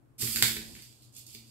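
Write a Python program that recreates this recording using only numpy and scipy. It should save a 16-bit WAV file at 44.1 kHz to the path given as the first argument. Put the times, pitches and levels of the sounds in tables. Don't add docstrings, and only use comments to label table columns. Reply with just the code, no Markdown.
import sys
import numpy as np
from scipy import signal
from scipy.fft import rfft, irfft, next_fast_len
from scipy.io import wavfile

SR = 44100
rng = np.random.default_rng(int(sys.argv[2]) if len(sys.argv) > 2 else 0)


def wav_out(sig):
    wavfile.write(sys.argv[1], SR, np.round(np.clip(np.atleast_2d(sig).T, -1, 1) * 32767).astype(np.int16))


N = 66150
T = np.arange(N) / SR


def from_db(db):
    return 10 ** (np.asarray(db) / 20)


def unit_power(x):
    return x / np.sqrt(np.mean(x ** 2) + 1e-20)


def automation(rows):
    times, *columns = np.transpose(rows)
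    return [np.interp(T, times, column) for column in columns]


def at_hz(points, hz):
    freqs, values = np.transpose(points)
    return np.interp(np.log(hz + 1e-3), np.log(freqs), values)


def filtered(x, gain_at):
    size = next_fast_len(2 * N)
    hz = np.arange(size // 2 + 1) * SR / size
    return irfft(rfft(x, size) * gain_at(hz), size)[..., :N]


def eq(x, curve):
    return filtered(x, lambda hz: from_db(at_hz(curve, hz)))


def pan(x, curve):
    return filtered(x, lambda hz: from_db(at_hz(curve, hz) * np.array([[.5], [-.5]])))


def drift(rate_hz):
    return unit_power(filtered(rng.standard_normal(N), lambda hz: 1 / (1 + (hz / rate_hz) ** 2)))


def ring(starts, db, hz, t60, scatter_db=4):
    strikes = np.zeros(N)
    strikes[(starts * SR).astype(int)] = from_db(db + scatter_db * rng.standard_normal(len(starts)))
    radius, angle = from_db(-60 / (t60 * SR)), 2 * np.pi * hz / SR
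    return signal.lfilter([0, np.sin(angle)], [1, -2 * radius * np.cos(angle), radius ** 2], strikes + 1e-18)


# frequency in Hz, likeness of the two sides from 0 to 1.
STEREO_LIKENESS = [(100, 0.5), (300, 0.38), (700, 0.06), (2000, 0.02), (5000, 0.09), (14000, 0)]

def diffuse_noise():
    mid = filtered(rng.standard_normal(N), lambda hz: np.sqrt(1 + at_hz(STEREO_LIKENESS, hz)))
    side = filtered(rng.standard_normal(N), lambda hz: np.sqrt(1 - at_hz(STEREO_LIKENESS, hz)))
    return unit_power(np.array([mid + side, mid - side]))


# frequency in Hz, gain in dB.
AIR_EQ = [(25, -30.5), (55, -7.5), (85, -13), (122, 0.5), (180, -19), (280, -9), (400, -18.5), (700, -23),
          (1200, -27), (2000, -34.5), (5000, -47), (9000, -42), (15500, -45.5)]
# frequency in Hz, left minus right in dB.
AIR_PAN = [(120, 9), (1000, 0.5), (3000, -0.5), (12000, -5)]
AIR_DB, HUM_HZ, HUM_DB, HUM_WAVER_DB = -63.5, 120.4, -66.5, 1

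def room_tone():
    air = pan(unit_power(eq(diffuse_noise(), AIR_EQ)), AIR_PAN)
    hum = np.sqrt(2) * np.sin(2 * np.pi * HUM_HZ * T)
    return from_db(AIR_DB) * air + from_db(HUM_DB + HUM_WAVER_DB * drift(rate_hz=8.7)) * hum


# time in seconds, level in dB.
GEAR_EFFORT = [(.178, -96.5), (.182, -52.5), (.193, -39.5), (.204, -42), (.212, -30), (.235, -37.5),
               (.285, -39.5), (.345, -38.5), (.385, -38.5), (.42, -42.5), (.465, -35), (.525, -45.5),
               (.6, -56), (.7, -57.5), (.84, -60), (.9, -68), (1.01, -69.5), (1.035, -63), (1.12, -85.5),
               (1.137, -60.5), (1.155, -58), (1.17, -53), (1.195, -55.5), (1.235, -80.5), (1.262, -69.5),
               (1.27, -58), (1.292, -55.5), (1.315, -59), (1.345, -58), (1.41, -72.5), (1.5, -62)]
# frequency in Hz, gain in dB.
GEAR_EQ = [(300, -29.5), (600, -39), (1200, -16.5), (1700, -21.5), (2400, -6.5), (3400, -5.5), (3900, -9),
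           (4850, -.5), (5900, -9), (7000, -1.5), (8100, 0), (9900, -5.5), (11800, 0), (13200, -3),
           (15500, -9.5)]
# frequency in Hz, gain in dB.
LIGHT_LOAD_EQ = [(1900, -5.5), (3500, 6), (8300, 1.5), (12000, -4), (15500, -17)]
GEAR_DB, LIGHT_BELOW_DB, TOOTH_SPREAD_DB = 2.5, -54.5, 1
LIGHT_TEETH_PER_S, LOADED_TEETH_PER_S = 1200, 8000
DRIVE_HZ, DRIVE_DEPTH = 45.83, 0.083

def gears():
    effort_db, = automation(GEAR_EFFORT)
    load = .5 + .5 * np.tanh((effort_db - LIGHT_BELOW_DB) / 10)
    rate = LIGHT_TEETH_PER_S + (LOADED_TEETH_PER_S - LIGHT_TEETH_PER_S) * load
    sizes = from_db(TOOTH_SPREAD_DB * np.minimum(rng.exponential(1, N), 4)) * rng.choice([-1, 1], N)
    teeth = sizes * (rng.random(N) < rate / SR) / np.sqrt(rate)
    drive = 1 + DRIVE_DEPTH * np.sin(2 * np.pi * DRIVE_HZ * T)
    whir = unit_power(eq(teeth * drive, GEAR_EQ))
    return from_db(GEAR_DB + effort_db) * (load * whir + (1 - load) * eq(whir, LIGHT_LOAD_EQ))


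# time in seconds, level in dB, pitch in Hz.
MOTOR_RUN = [(.18, -80, 107.6), (.205, -51.5, 110.8), (.29, -50, 111.8), (.34, -53.5, 112.8),
             (.375, -47, 113.8), (.45, -45.5, 110.6), (.58, -52.5, 112.4), (.7, -54.5, 113.2),
             (.8, -58, 112.3), (.88, -92.5, 108.1), (1.0, -74.5, 106.7)]
# multiple of the pitch, level in dB.
MOTOR_HARMONICS = [(1, -17), (2, -2.5), (3, -10.5), (4, -19.5)]
# frequency in Hz, gain in dB.
RUMBLE_EQ = [(25, -17), (60, 3), (130, -1), (250, 0), (430, -11), (560, -16), (1000, -19), (2000, -52)]
PITCH_WOBBLE, RUMBLE_DB = 0.011, 1

def motor():
    level_db, pitch = automation(MOTOR_RUN)
    phase = 2 * np.pi * np.cumsum(pitch * (1 + PITCH_WOBBLE * drift(rate_hz=18))) / SR
    drone = sum(np.sqrt(2) * from_db(db) * np.sin(k * phase) for k, db in MOTOR_HARMONICS)
    rumble = unit_power(eq(diffuse_noise(), RUMBLE_EQ))
    return from_db(level_db) * (drone + from_db(RUMBLE_DB) * rumble)


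def crack(decay_s, size):
    envelope = np.exp(-np.arange(size) / (decay_s * SR))
    burst = envelope * rng.standard_normal(size)
    for _ in range(12):
        flat = irfft(np.exp(1j * np.angle(rfft(burst))))
        burst = envelope * np.sign(flat)
    return burst


def contact_gain(hz, tilt_db, edge_hz, pivot_hz=6170, floor_db=-20):
    below_edge = edge_hz / (hz + 1)
    low_cut = np.sqrt(1 / (1 + below_edge ** 8) + from_db(2 * floor_db) / (1 + below_edge ** 2))
    return low_cut * from_db(tilt_db * np.log2(np.maximum(hz, edge_hz) / pivot_hz))


# start in seconds, level in dB, tilt in dB per octave,
# low cut in Hz, crack decay in seconds.
JOINT_HITS = [(0.208, -31, -9, 6500, 0.0037), (.2215, -35, -5.5, 1540, 0.0047),
              (0.2738, -29.5, -3.5, 1270, 0.0035), (.3603, -11.5, -0.5, 1600, 0.00091),
              (0.3696, -26, -5.5, 1520, 0.0025), (0.396, -38, 9, 1790, 0.0045),
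              (.4243, -0.5, -1, 1353, .0014), (.5665, -27.5, -4, 1584, 0.0048),
              (0.625, -53, -7, 1810, 0.0057), (0.7514, -35.5, -3.5, 1659, 0.0017),
              (0.764, -46.5, -8, 1640, .003), (0.7918, -47, -10.5, 2140, 0.0013),
              (.8225, -35, 1, 2500, .0015), (.926, -47, -0.5, 2500, 0.0025),
              (1.0228, -45.5, 0, 2920, 0.0018), (1.125, -43, -10, 6960, 0.0034),
              (1.151, -36.5, -4.5, 5500, 0.0016), (1.1648, -27, -7.5, 5790, 0.0028),
              (1.184, -42, 9, 4480, 0.0011), (1.266, -33, -4.5, 5430, .004), (1.3292, -48, 4, 3020, 0.0056),
              (1.3427, -39.5, 6, 3120, 0.0019), (1.3488, -28, -6, 2960, 0.0015)]
# frequency in Hz, gain in dB.
CRACK_EQ = [(400, 10.5), (1000, -5), (2200, 2.5), (3300, -2.5), (4500, 4), (5600, -4.5), (7200, -1),
            (8400, -0.5), (10300, -8.5), (12000, -2), (13500, -4), (15500, -6)]
# pitch in Hz, level in dB, seconds to fall 60 dB.
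LINK_RING = [(1782, -30.5, 0.0058), (2273, -29, 0.021), (2664, -27.5, 0.039), (3704, -26.5, 0.024),
             (4760, -24.5, 0.0097), (7650, -39, 0.0074), (11910, -16, 0.012)]
CRACK_DB = -3

def joint_clacks(size=4096):
    hits, lead = np.zeros(N + 2 * size), size // 2
    hz = np.arange(size // 2 + 1) * SR / size
    for start_s, db, tilt_db, edge_hz, decay_s in JOINT_HITS:
        gain = from_db(db + CRACK_DB + at_hz(CRACK_EQ, hz)) * contact_gain(hz, tilt_db, edge_hz)
        burst = np.pad(crack(decay_s, lead), (lead, 0))
        start = int(start_s * SR)
        hits[start:start + size] += irfft(rfft(burst) * gain)
    hits = hits[lead:lead + N]
    starts, db, tilt_db, edge_hz, _ = np.transpose(JOINT_HITS)
    for k, (mode_hz, mode_db, t60) in enumerate(LINK_RING):
        contact_db = 20 * np.log10(contact_gain(mode_hz, tilt_db, edge_hz))
        hits += (-1) ** k * ring(starts, db + mode_db + contact_db, mode_hz, t60)
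    return hits


# start in seconds, level in dB.
FRAME_JOLTS = [(0.228, 4), (0.36, -7.5), (0.427, 3), (0.565, -1.5), (.77, -11), (1.347, -8)]
# pitch in Hz, level in dB, seconds to fall 60 dB.
DESK_RING = [(58.8, -52, .5), (119.9, -42.5, .35), (168, -52, 0.34), (228.2, -50.5, 0.7),
             (297, -65.5, 0.084), (331.3, -54, 0.57), (420.8, -52, 0.19)]

def desk():
    starts, db = np.transpose(FRAME_JOLTS)
    return sum((-1) ** k * ring(starts, db + mode_db, hz, t60)
               for k, (hz, mode_db, t60) in enumerate(DESK_RING))


# frequency in Hz, seconds to fall 60 dB.
REVERB_TIME = [(300, 0.48), (2000, 0.38), (4500, 0.44), (8000, 0.32), (14000, 0.35)]
REVERB_DB, PREDELAY_S = 1.5, 0.001

def reverb(x):
    noise, centres = diffuse_noise(), np.geomspace(250, 16000, 7)
    tail = 0
    for centre, weights in zip(centres, np.eye(len(centres))):
        band = filtered(noise, lambda hz: at_hz(np.c_[centres, weights], hz))
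        tail += band * from_db(-60 * T / at_hz(REVERB_TIME, centre))
    fade_in = np.clip(T / PREDELAY_S - 1, 0, 1)
    tail = unit_power(tail * fade_in) / np.sqrt(N)
    return from_db(REVERB_DB) * signal.fftconvolve(x[None], tail, axes=1)[:, :N]


# frequency in Hz, left minus right in dB.
ARM_PAN = [(300, -8), (1200, 1), (2200, 1), (4000, -4), (8000, -7.5), (13000, -6.5)]
GEAR_DIRECT_DB, LEFT_LAG_S, REFLECTION_SHIFT_HZ = -4, .00009, 5

def scene():
    whir, clacks = gears(), joint_clacks()
    direct = clacks + from_db(GEAR_DIRECT_DB) * whir
    left = np.interp(T - LEFT_LAG_S, T, direct)
    arm, shift = whir + clacks, 2 * np.pi * REFLECTION_SHIFT_HZ * T
    reflections = reverb(arm * np.cos(shift)) + reverb(arm * np.sin(shift))
    placed = pan(np.array([left, direct]) + reflections, ARM_PAN)
    return placed + motor() + desk() + room_tone()


CEILING, HIGH_CUT_HZ = .68, 15650

def record(dry):
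    high_cut = signal.ellip(12, .1, 80, HIGH_CUT_HZ, fs=SR, output="sos")
    return signal.sosfilt(high_cut, np.clip(dry, -CEILING, CEILING))


dry = scene()
out = record(dry)
wav_out(out)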